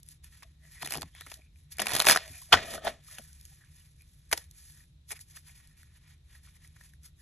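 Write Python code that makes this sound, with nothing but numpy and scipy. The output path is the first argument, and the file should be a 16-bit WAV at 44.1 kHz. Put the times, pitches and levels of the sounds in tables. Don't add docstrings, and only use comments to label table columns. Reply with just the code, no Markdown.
import sys
import numpy as np
from scipy import signal
from scipy.fft import rfft, irfft, next_fast_len
from scipy.io import wavfile
from scipy.ndimage import uniform_filter1d

SR = 44100
rng = np.random.default_rng(int(sys.argv[2]) if len(sys.argv) > 2 else 0)


def gain_from_db(level_db):
    decades = np.asarray(level_db, float) / 20
    return 10 ** decades


def wav_out(sig):
    wavfile.write(sys.argv[1], SR, np.round(np.clip(np.atleast_2d(sig).T, -1, 1) * 32767).astype(np.int16))


N = 317961

# frequency_hz, level_db
EDGE_SPECTRUM = [(1000, -55), (3000, -15.5), (5000, -8.5), (7000, -8.5), (9000, -5.5), (10800, -1),
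                 (11800, -9), (13000, -19.5), (14500, -28), (16500, -49.5)]
# frequency_hz, level_db
SLAP_SPECTRUM = [(200, -24.5), (500, -5), (1000, -2), (3000, -6.5), (5000, -7), (8000, -22), (12000, -33.5),
                 (16000, -66.5)]


def evened(x):
    return x / np.sqrt(np.mean(x ** 2) + 1e-20)


def read(points, hz):
    f, value = np.transpose(points)
    return np.interp(np.log(hz + 1), np.log(f + 1), value)


def add(mix, s, sound):
    part = mix[round(s * SR):][:len(sound)]
    part += sound[:len(part)]


def colour(x, points):
    log_gain = read(points, abs(np.fft.fftfreq(2048, 1 / SR))) * np.log(10) / 20
    taps = np.fft.ifft(np.exp(np.conj(signal.hilbert(log_gain)))).real[:1024]
    return signal.oaconvolve(x, taps / np.linalg.norm(taps))[:len(x)]


def resonate(x, hz, width):
    r = np.exp(-np.pi * width / SR)
    turn = 2 * np.pi * hz / SR
    gain = np.sqrt(2 * (1 - r * r)) * np.sin(turn)
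    return signal.lfilter([gain], [1, -2 * r * np.cos(turn), r * r], x)


def ringing(x, hz, width):
    return evened(resonate(resonate(x, hz, width), hz, width))


def grit(shape, size, depth_db):
    return evened(gain_from_db(depth_db * evened(uniform_filter1d(rng.standard_normal(shape), size))))


def burst(noise, shape, db):
    x = noise * shape
    return gain_from_db(db) * x / np.sqrt(np.max(uniform_filter1d(x ** 2, size=110)))


def background():
    # frequency_hz, level_db
    rumble_spectrum = [(12, -50.5), (26, -25), (40, -6), (75, 1.5), (103, -10), (155, -5), (174, -18.5),
                       (215, -23.5), (307, -31), (344, -33), (426, -52), (600, -58.5), (780, -83.5),
                       (1320, -120)]
    # frequency_hz, width_hz, level_db
    machines = [(69.6, 8.56, -64), (152, 6, -70.5)]
    # frequency_hz, level_db
    floor_spectrum = [(300, -1), (900, -13), (1800, -11), (3100, -9.5), (3800, -2.5), (4600, -12),
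                      (11000, -21), (13000, -25.5), (16000, -29)]
    noise = rng.standard_normal((6, N))
    hz = np.fft.rfftfreq(N, 1 / SR)
    low = evened(irfft(rfft(noise[:2]) * gain_from_db(read(rumble_spectrum, hz)), N))
    rumble = gain_from_db(-59) * (low[0] + 0.07 * low[1] * np.array([[1], [-1]]))
    hums = sum(gain_from_db(db) * resonate(n, f, w) for (f, w, db), n in zip(machines, noise[2:4]))
    hiss = gain_from_db(-74.5) * np.array([colour(n, floor_spectrum) for n in noise[4:]])
    return rumble + hums + hiss


def room(x):
    # frequency_hz, t60_s
    decay = [(200, 0.25), (600, 0.25), (1200, 0.099), (4000, 0.11), (12000, 0.0069)]
    taps = np.zeros((2, 16000))
    at = np.arange(20, 15900, 20) + rng.integers(0, 20, (2, 794))
    np.put_along_axis(taps, at, rng.choice([-1., 1.], at.shape), 1)
    taps *= 1 + 6 * np.exp(-np.arange(16000) / (.003 * SR))
    hz, t, z = signal.stft(taps, SR, nperseg=128)
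    fading = gain_from_db(-60 * t / read(decay, hz)[:, None])
    tail = signal.istft(z * fading, SR, nperseg=128)[1]
    tail[1] = .5 * tail[0] + .87 * tail[1]
    return signal.fftconvolve(x[None], tail / np.linalg.norm(tail[0]), axes=1)[:, :N]


def thuds():
    # start_s, level_db, pitch_hz, t60_s
    landings = [(0.828, -47, 144, 0.35), (1.389, -52, 304, 0.033), (1.931, -36.5, 129.6, 0.21),
                (2.297, -43, 97, 0.12), (3.191, -46, 226.6, 0.06), (0.955, -36.5, 152, 0.18),
                (1.029, -37.5, 85, 0.12), (1.266, -51.5, 281, 0.068), (1.801, -41, 209, 0.35),
                (2.091, -24, 104.9, 0.03), (2.163, -34, 200, 0.024), (2.529, -28, 87.1, 0.18),
                (2.876, -44, 249, 0.19), (4.327, -33.5, 332.5, 0.062), (5.115, -44, 434, 0.06)]
    out, t = np.zeros(N), np.arange(8000) / SR
    for (s, db, hz, t60), puff in zip(landings, rng.standard_normal((len(landings), len(t)))):
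        push = np.sin(2 * np.pi * hz * t) + .7 * ringing(puff, 2.4 * hz, 1.8 * hz)
        envelope = gain_from_db(db - 60 * t / t60) * (1 - np.exp(-t / .005))
        add(out, s, envelope * push)
    return signal.lfilter(*signal.butter(2, 45, "high", fs=SR), out)


def strokes(column):
    # peak_s, rubbing_db, edge_hiss_db, rise_s, fall_s
    gripping = [(.001, -78, -57.5, .01, 0.012), (0.119, -69.5, -56, 0.086, 0.057),
                (0.241, -62, -56, 0.013, 0.086), (0.326, -61, -58, 0.015, 0.2),
                (0.433, -49, -58, 0.0084, 0.011), (.641, -71, -62, 0.043, 0.41),
                (0.723, -60.5, -53, 0.04, 0.2), (0.825, -36, -37.5, 0.017, 0.01),
                (.86, -44.5, -50, 0.023, 0.026), (.95, -45, -44, 0.13, 0.051),
                (1.028, -61, -59, 0.14, 0.092), (1.162, -57, -60, 0.023, 0.19),
                (1.325, -62, -55.5, 0.25, 0.13), (1.596, -74.5, -65, 0.08, 0.094),
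                (1.722, -60, -42.5, .013, 0.026)]
    # peak_s, rubbing_db, edge_hiss_db, rise_s, fall_s
    pushing = [(1.802, -31.5, -40, 0.006, 0.022), (1.823, -30, -43, 0.012, 0.02),
               (1.879, -38, -45, 0.007, 0.046), (1.95, -34, -38, 0.12, 0.22),
               (2.093, -14, -19, 0.026, 0.053), (2.19, -42, -56, 0.16, 0.097),
               (2.368, -60.5, -49, 0.33, 0.27), (2.533, -28, -48, 0.014, 0.094),
               (2.63, -45.5, -64, 0.092, 0.072), (2.752, -43.5, -41, 0.17, 0.046),
               (2.875, -39, -43.5, 0.05, 0.058), (2.949, -64, -75.5, 0.064, 0.15),
               (3.115, -56, -50, 0.088, 0.22), (3.299, -73.5, -60.5, 0.28, 0.47),
               (3.522, -70.5, -60.5, 0.39, 0.26), (3.65, -70, -79, 0.35, .15),
               (3.76, -69, -59, 0.083, 0.26), (4.019, -77, -67.5, 0.13, 0.86)]
    # peak_s, rubbing_db, edge_hiss_db, rise_s, fall_s
    cutting = [(4.332, -36.5, -36, 0.013, 0.026), (4.375, -55.5, -51, 0.087, 0.094),
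               (4.59, -66.5, -56, 0.1, 0.2), (4.69, -70.5, -56.5, 0.16, 0.21),
               (4.84, -70.5, -64, 0.25, 0.016), (5.119, -49, -35.5, 0.03, 0.013),
               (5.164, -54.5, -53, 0.036, 0.031), (5.211, -65, -47.5, 0.023, 0.039),
               (5.31, -67.5, -58, 0.064, 0.15), (5.367, -53.5, -46.5, 0.037, 0.038),
               (5.485, -60, -56.5, 0.073, 0.085), (5.557, -65.5, -61.5, 0.043, 0.28),
               (5.804, -68, -61.5, 0.099, 0.14), (5.964, -67.5, -67.5, 0.068, 0.048),
               (6.124, -65.5, -64.5, 0.22, 0.064), (6.36, -63.5, -59.5, 0.12, 0.081),
               (6.46, -64, -58.5, 0.053, 0.11), (6.564, -67.5, -60, 0.043, 0.03),
               (6.643, -62.5, -59.5, 0.064, 0.087), (6.77, -66, -69, 0.027, 0.025),
               (6.85, -65, -58, 0.14, 0.11), (7.05, -63.5, -51.5, 0.029, 0.053),
               (7.2, -73, -62, 0.042, 0.045)]
    rows = np.array(gripping + pushing + cutting)
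    t = np.arange(0, N + 44, 44)[:, None] / SR
    peak, rise, fall = rows[:, 0], rows[:, 3], rows[:, 4]
    away = np.where(t < peak, (peak - t) / rise, (t - peak) / fall)
    roundness = 1.1
    power = (gain_from_db(rows[:, column] - 20 * away ** roundness) ** 2).sum(1)
    return np.interp(np.arange(N) / SR, t[:, 0], 10 * np.log10(power + 1e-14))


def hollow():
    # frequency_hz, width_hz, level_db
    gap_modes = [(667, 160, -1.5), (1270, 120, -8.5), (1820, 88, -7), (3207, 900, -5.5)]
    # time_s, level_over_rubbing_db
    closing = [
        (2.5, -7),
        (2.6, -3),
        (2.74, 0),
        (2.8, 4),
        (2.87, 2),
        (3.03, -10),
    ]
    drive = rng.standard_normal(N) * grit(N, size=500, depth_db=2.)
    t = np.arange(N) / SR
    together = (t > closing[0][0]) & (t < closing[-1][0])
    level_db = np.minimum(strokes(column=1), -27) + np.interp(t, *np.transpose(closing))
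    return together * gain_from_db(level_db) * sum(gain_from_db(db) * resonate(drive, hz, w) for hz, w, db in gap_modes)


def catches():
    # start_s, level_db
    catch_events = [(2.533, -16), (2.543, -21.5), (2.569, -35.5), (2.592, -37.5), (2.606, -47.5),
                    (2.632, -40), (2.657, -43), (2.69, -48.5), (2.713, -38.5), (2.731, -44), (2.748, -35),
                    (2.78, -29.5), (2.819, -42), (2.834, -60), (2.849, -26.5), (2.876, -19), (2.893, -32)]
    gap_hz, t60_s, rise_s = 635.5, .038, .002
    out, t = np.zeros(N), np.arange(4000) / SR
    for (s, db), (detune, phase) in zip(catch_events, rng.random((len(catch_events), 2))):
        turn = 2 * np.pi * gap_hz * (1 + 0.02 * (detune - .5)) * t
        tone = np.sin(turn) + 0.21 * np.sin(2.4 * turn + 2 * np.pi * phase)
        add(out, s, gain_from_db(db - 60 * t / t60_s) * (1 - np.exp(-t / rise_s)) * tone)
    return out


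def drags():
    # middle_s, level_db, pitch_hz, length_s
    drag_events = [(0.451, -71.5, 650, .04), (0.657, -78, 650, 0.073), (0.659, -67.5, 1930, 0.1),
                   (0.777, -58, 2000, 0.071), (0.852, -51, 4330, 0.039), (0.946, -52.5, 2940, 0.073),
                   (1.176, -63, 3320, 0.084), (1.222, -61, 3920, 0.09), (1.388, -64.5, 636, 0.033),
                   (2.234, -56.5, 630, 0.11), (2.328, -70, 708, 0.16), (2.371, -59, 2450, 0.076),
                   (2.491, -68, 620, 0.023), (3.135, -65.5, 640, 0.053), (3.311, -75, 1493, .06),
                   (3.627, -70.5, 1650, 0.051), (3.81, -68, 2910, 0.028), (4.015, -69.5, 2400, 0.043),
                   (3.522, -75.5, 800, 0.02), (1.434, -70, 2430, .12), (4.805, -66, 1900, 0.024),
                   (5.361, -81, 708, .06), (7.06, -78.5, 1400, 0.076)]
    out = np.zeros(N)
    for (s, db, hz, length), noise in zip(drag_events, rng.standard_normal((len(drag_events), 12000))):
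        size = min(round(length * 1.6 * SR), len(noise))
        tone = ringing(noise, hz, 0.13 * hz)[:size]
        add(out, s - size / 2 / SR, gain_from_db(db) * np.hanning(size) * tone)
    return out * grit(N, size=200, depth_db=4.0)


def slides():
    # frequency_hz, level_db
    face_spectrum = [(250, -45.5), (600, -27), (950, -14.5), (1550, -12.5), (1900, -5.5), (2600, -8),
                     (6000, -13), (9000, -13.5), (16000, -65.5)]
    # frequency_hz, width_hz
    bending_tones = [(1850, 220), (2500, 360), (3600, 4500)]
    contact = grit(N, size=60, depth_db=0.5) * grit(N, size=500, depth_db=1.5)
    a, b = rng.standard_normal((2, N)) * contact
    rub_db = np.minimum(strokes(column=1), -28)
    pressure = np.clip((rub_db + 57) / 14, 0, 1)
    light = colour(a, face_spectrum)
    tones = sum(grit(N, size=3000, depth_db=6.) * evened(resonate(light, hz, w)) for hz, w in bending_tones)
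    face = (1 - .6 * pressure) * (light + .33 * tones) + .65 * pressure * colour(a, SLAP_SPECTRUM)
    edge = colour(b * grit(N, size=25, depth_db=1.5), EDGE_SPECTRUM)
    edge_level = gain_from_db(strokes(column=2)) * grit(N, size=900, depth_db=1.7)
    return gain_from_db(rub_db - 2.08) * face + edge_level * edge


def contacts():
    # start_s, slap_db, tick_over_slap_db, pitch_hz, length_ms
    split = [(0.8214, -44, -5, 2000, 9.1), (0.8288, -35, -7.5, 990, 5.2), (0.8465, -42, 2.5, 4060, 9.1),
             (0.8575, -46, 9.5, 670, 4), (0.8612, -42.5, 6, 2000, 4.7), (0.8735, -37, 3, 3000, 2.8),
             (0.8865, -43, -9, 2200, 3.5), (0.9068, -37.5, 6, 4300, 3.5), (0.9195, -45, 3, 2700, 5.6),
             (0.9225, -30.5, 6, 2660, 1.6), (0.9285, -46, 7.5, 2360, 8.9), (0.9377, -33, 5.5, 2950, 2),
             (0.9439, -36, -4, 2580, 11), (0.9536, -35.5, 0, 820, 5.2), (0.9645, -37.5, -8, 720, 2.8),
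             (0.9724, -46.5, 15, 950, 4.2), (0.9815, -39.5, -6, 890, 5), (1.0117, -56, 15.5, 603, 4),
             (1.019, -35.5, 1.5, 4500, 5), (1.0291, -37.5, -7, 870, 5.0)]
    # start_s, slap_db, tick_over_slap_db, pitch_hz, length_ms
    riffle = [(1.7837, -39, 2, 2360, 7), (1.7946, -25, -15, 2930, 5.3), (1.799, -30.5, 2, 768, 6.4),
              (1.8178, -27.5, 1.5, 2070, 8.5), (1.858, -35.5, -2, 2300, 5.3), (1.868, -25, -2.5, 2840, 6.9),
              (1.8833, -36.5, 7.5, 2350, 3.3), (1.893, -35.5, 0, 1910, 5.6), (1.898, -38.5, 4, 2313, 2.8),
              (1.9041, -35, -2, 2430, 8.4), (1.9133, -37, 2.5, 2400, 3.3), (1.919, -30.5, 4, 1044, 1.9),
              (1.927, -37, -11.5, 830, 3.7), (1.9345, -29, 3.5, 3550, 6), (1.943, -32, 7, 589.4, 1.8),
              (1.9513, -24.5, 5, 3400, 2.5), (1.9639, -27.5, 2.5, 2260, 5), (1.9691, -32, 10, 4230, 2.5),
              (1.9757, -34, 1.5, 833, 6.1), (1.9862, -33, 3.5, 983, 2.7), (1.9947, -27.5, 2, 840, 6.2),
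              (2.0008, -17, 0, 4357, 3.5), (2.013, -28, 1, 3007, 4.4), (2.0209, -25.5, 3.5, 2500, 4)]
    # start_s, slap_db, tick_over_slap_db, pitch_hz, length_ms
    let_go = [(2.045, -29.5, -4, 1300, 4.2), (2.0521, -29, 2, 900, 5), (2.0595, -36, 6, 6500, 9),
              (2.0657, -30, 8, 6000, 3), (2.069, -13, 0, 2800, 1.8), (2.0736, -25, -.5, 2800, 6),
              (2.0771, -26, 5, 3980, 6), (2.0858, -12.5, -1, 2300, 6), (2.0965, -13.5, -8, 2000, 5),
              (2.1035, -22, 3, 3000, 7), (2.1102, -15.5, -2, 5500, 5), (2.1115, -18, -9, 1200, 4),
              (2.1175, -23, 6, 3000, 9), (2.1246, -20, -3.5, 2220, 3.4), (2.1285, -27, -1, 5400, 5),
              (2.1478, -27.5, -6, 1250, 4.2), (2.1515, -30, 0, 6300, 4), (2.1604, -16.5, -14, 1600, 2.6),
              (2.1635, -31, 3, 3000, 6), (2.1722, -22.5, -7, 1900, 3.6)]
    # start_s, tick_db
    corner_flicks = [(0.0306, -46.5), (0.063, -57.5), (0.0874, -41), (0.2438, -46), (1.769, -45),
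                     (3.047, -55), (3.3295, -52), (3.4116, -47.5), (3.4528, -42), (3.5582, -58),
                     (3.6472, -57.5), (1.353, -61.5), (1.371, -54), (1.954, -27), (2.528, -16),
                     (2.538, -28), (2.549, -37), (4.5111, -47.5), (4.6407, -60), (5.2152, -54),
                     (5.6736, -52.5), (4.02, -54.5), (4.855, -65), (5.311, -53), (6.445, -60), (6.675, -52),
                     (7.033, -53)]
    # start_s, slap_db, tick_over_slap_db, pitch_hz, length_ms
    blows = [(2.5216, -17, -18, 1460, 45), (2.5255, -13.5, -21, 2380, 9.8), (2.547, -25.5, -23, 1400, 20),
             (2.527, -9.5, -24, 3400, 16.7), (2.539, -11, -31, 1410, 7.7), (2.567, -35, -16, 3040, 3.4),
             (2.5696, -30, -22, 1920, 24), (2.589, -32.5, -24, 1800, 7.8), (2.6306, -48, -17, 2100, 4.4),
             (2.738, -36, -8, 1890, 2.5), (2.777, -41.5, -21, 1330, 6.6), (2.8763, -28.5, -30, 2000, 7.8),
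             (2.846, -40.5, -1, 875, 19), (2.868, -25.5, -25, 867, 18), (3.184, -39.5, -1.5, 2918, 6.2),
             (4.3133, -36.5, 3, 2275, 12), (4.3274, -20, 4, 3040, 2.3), (4.3285, -21.5, -6, 5800, 2.7),
             (5.107, -42, 2.5, 2190, 2.3), (4.3308, -23.5, 0, 2330, 5.5), (4.3748, -36, 1.5, 5700, 10),
             (4.441, -61.5, 7, 4000, 2.5), (5.113, -40.5, 1.5, 2360, 29.3)]
    # start_s, slap_db, tick_over_slap_db, pitch_hz, length_ms
    taps = [(.4235, -47.5, -7.5, 2330, 2.4), (.4285, -51, -2, 1130, 8), (1.1492, -50, -3, 2200, 3.9),
            (1.2092, -42, 1, 3800, 3.5), (1.2105, -46, -6, 1850, 4), (1.218, -47, -6, 1850, 5),
            (1.3, -55, 3, 3000, 4), (2.418, -55, -10, 980, 16), (1.264, -48, 0, 1300, 12),
            (1.268, -46, -8, 2450, 8), (1.3165, -40, 0, 3120, 3), (1.319, -47, 0, 2800, 8),
            (1.3403, -47.5, 6, 3900, 5.4), (1.559, -62, -4, 2400, 1.5), (2.2786, -51, 9.5, 2740, 2.3),
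            (3.112, -53.5, 3, 1950, 8), (3.194, -52, -10, 650, 8), (3.082, -56, -5, 1300, 20),
            (3.187, -58.5, 13, 1476, 8.1), (5.166, -55, -1.5, 2290, 7.8), (5.1918, -54, 7, 1994, 1.6),
            (5.4941, -57, 0, 2250, 12), (5.6, -61, -3, 1900, 14), (6.35, -60, -2, 1800, 14),
            (5.8305, -56, -1, 1840, 5), (6.4715, -61, -5, 1300, 7), (6.7623, -58, -5, 1900, 8),
            (5.369, -52, 0, 1800, 5), (6.6472, -56, -12, 2130, 5.6), (6.8095, -53, -7.5, 1887, 7),
            (6.9357, -59, 1, 1774, 5)]
    over_db = 32
    flicks = [(s, db - over_db, over_db, 3000, 3) for s, db in corner_flicks]
    return np.vstack([split, riffle, let_go, flicks, blows, taps])


def snaps():
    landing_hz, landing_s, landing_db = 760, .0025, -14
    snappy_ms = 5
    slap, tick, t = np.zeros(N), np.zeros(N), np.arange(2600) / SR
    rows = contacts()
    roughness = grit((len(rows), 1, len(t)), size=20, depth_db=4.)
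    noise = rng.standard_normal((len(rows), 3, len(t))) * roughness
    for (s, db, tick_db, hz, ms), (a, b, c) in zip(rows, noise):
        u = t / (max(ms - .5, 1) * .00027)
        shape = u ** .5 * np.exp(-u) + .035 * (1 - np.exp(-u)) * np.exp(-t / .006)
        force = np.clip((db + 50) / 14, .02, 1)
        face = colour(ringing(a, hz, .22 * hz) + 1.5 * force * a, SLAP_SPECTRUM)
        add(slap, s, burst(face, shape, db))
        flat = ringing(c, landing_hz, 280)
        add(slap, s + landing_s, burst(flat, shape, db + landing_db + 20 * np.log10(force)))
        crack = np.sin(2 * np.pi * hz * t) * np.exp(-t * hz / 3.3)
        add(slap, s, force * min(1, (snappy_ms / ms) ** 2) * burst(crack, 1, db - 6))
        add(tick, s, burst(b, shape, db + tick_db))
    return slap + gain_from_db(0.47) * colour(tick, EDGE_SPECTRUM)


def ports(x):
    # frequency_hz, lead_rad
    lead = [(0, 0), (250, 0), (690, -.7), (1550, .05), (2800, .45), (3900, .75), (4400, 1.7), (5200, 4.5),
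            (5850, 6.3), (6550, 6.8), (8700, 9.35), (9400, 9.52), (12300, 12.57), (13500, 12.7)]
    # frequency_hz, difference_db
    tilt = [(250, 1), (650, 4.5), (1300, .5), (3800, -1), (6000, 0), (16000, 0)]
    size = next_fast_len(N)
    hz = np.fft.rfftfreq(size, 1 / SR)
    half = gain_from_db(read(tilt, hz) / 2) * np.exp(.5j * read(lead, hz))
    return irfft(rfft(x, size) * np.array([half, 1 / half]), size)[:, :N]


def scene():
    cards = snaps() + slides() + hollow() + catches() + drags()
    wander = 0.29 * evened(uniform_filter1d(rng.standard_normal(N), size=60))
    spread = cards * np.outer([1, -1], wander) + gain_from_db(-14) * room(cards)
    spread = signal.lfilter(*signal.butter(2, 180, "high", fs=SR), spread)
    return ports(cards + thuds() + spread) + background()


def gapped(x, under_db, busy_db):
    # frequency_hz, level_db
    treble_floor = [(11400, -125), (11900, -100), (13000, -96), (14000, -96), (16000, -88)]
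    hz, _, z = signal.stft(np.array([x[0] + x[1], x[0] - x[1]]) / 2, SR, nperseg=1024)
    power = (abs(z[:, :512]) ** 2).reshape(2, 32, 16, -1).mean(2).repeat(16, 1)
    power = uniform_filter1d(power, size=3)
    busy = power[:, 32:].mean((0, 1)) > gain_from_db(2 * busy_db)
    margin_db = np.where(busy, 2 * under_db, under_db)
    hidden = (power < power[::-1] * gain_from_db(-2 * margin_db)) & (hz[:512, None] > 1300)
    quiet_db = np.where(power[0, 240:256].mean(0) < gain_from_db(2 * -99), -20, 0)
    threshold_db = read(treble_floor, hz[:512])[:, None] + quiet_db
    z[:, :512] *= ~(hidden | (power < gain_from_db(2 * threshold_db)))
    mid, side = signal.istft(z, SR, nperseg=1024)[1][:, :N]
    return np.array([mid + side, mid - side])


def roll_off(x):
    return signal.sosfilt(signal.butter(12, 16500, fs=SR, output="sos"), x)


def record(dry):
    ceiling = dry / (1 + (dry / .82) ** 4) ** .25
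    limited = signal.oaconvolve(ceiling, signal.firwin(127, 15900, fs=SR)[None], "same")
    finished = gapped(limited, under_db=7.5, busy_db=-73.0)
    return roll_off(finished)


dry = scene()
out = record(dry)
wav_out(out)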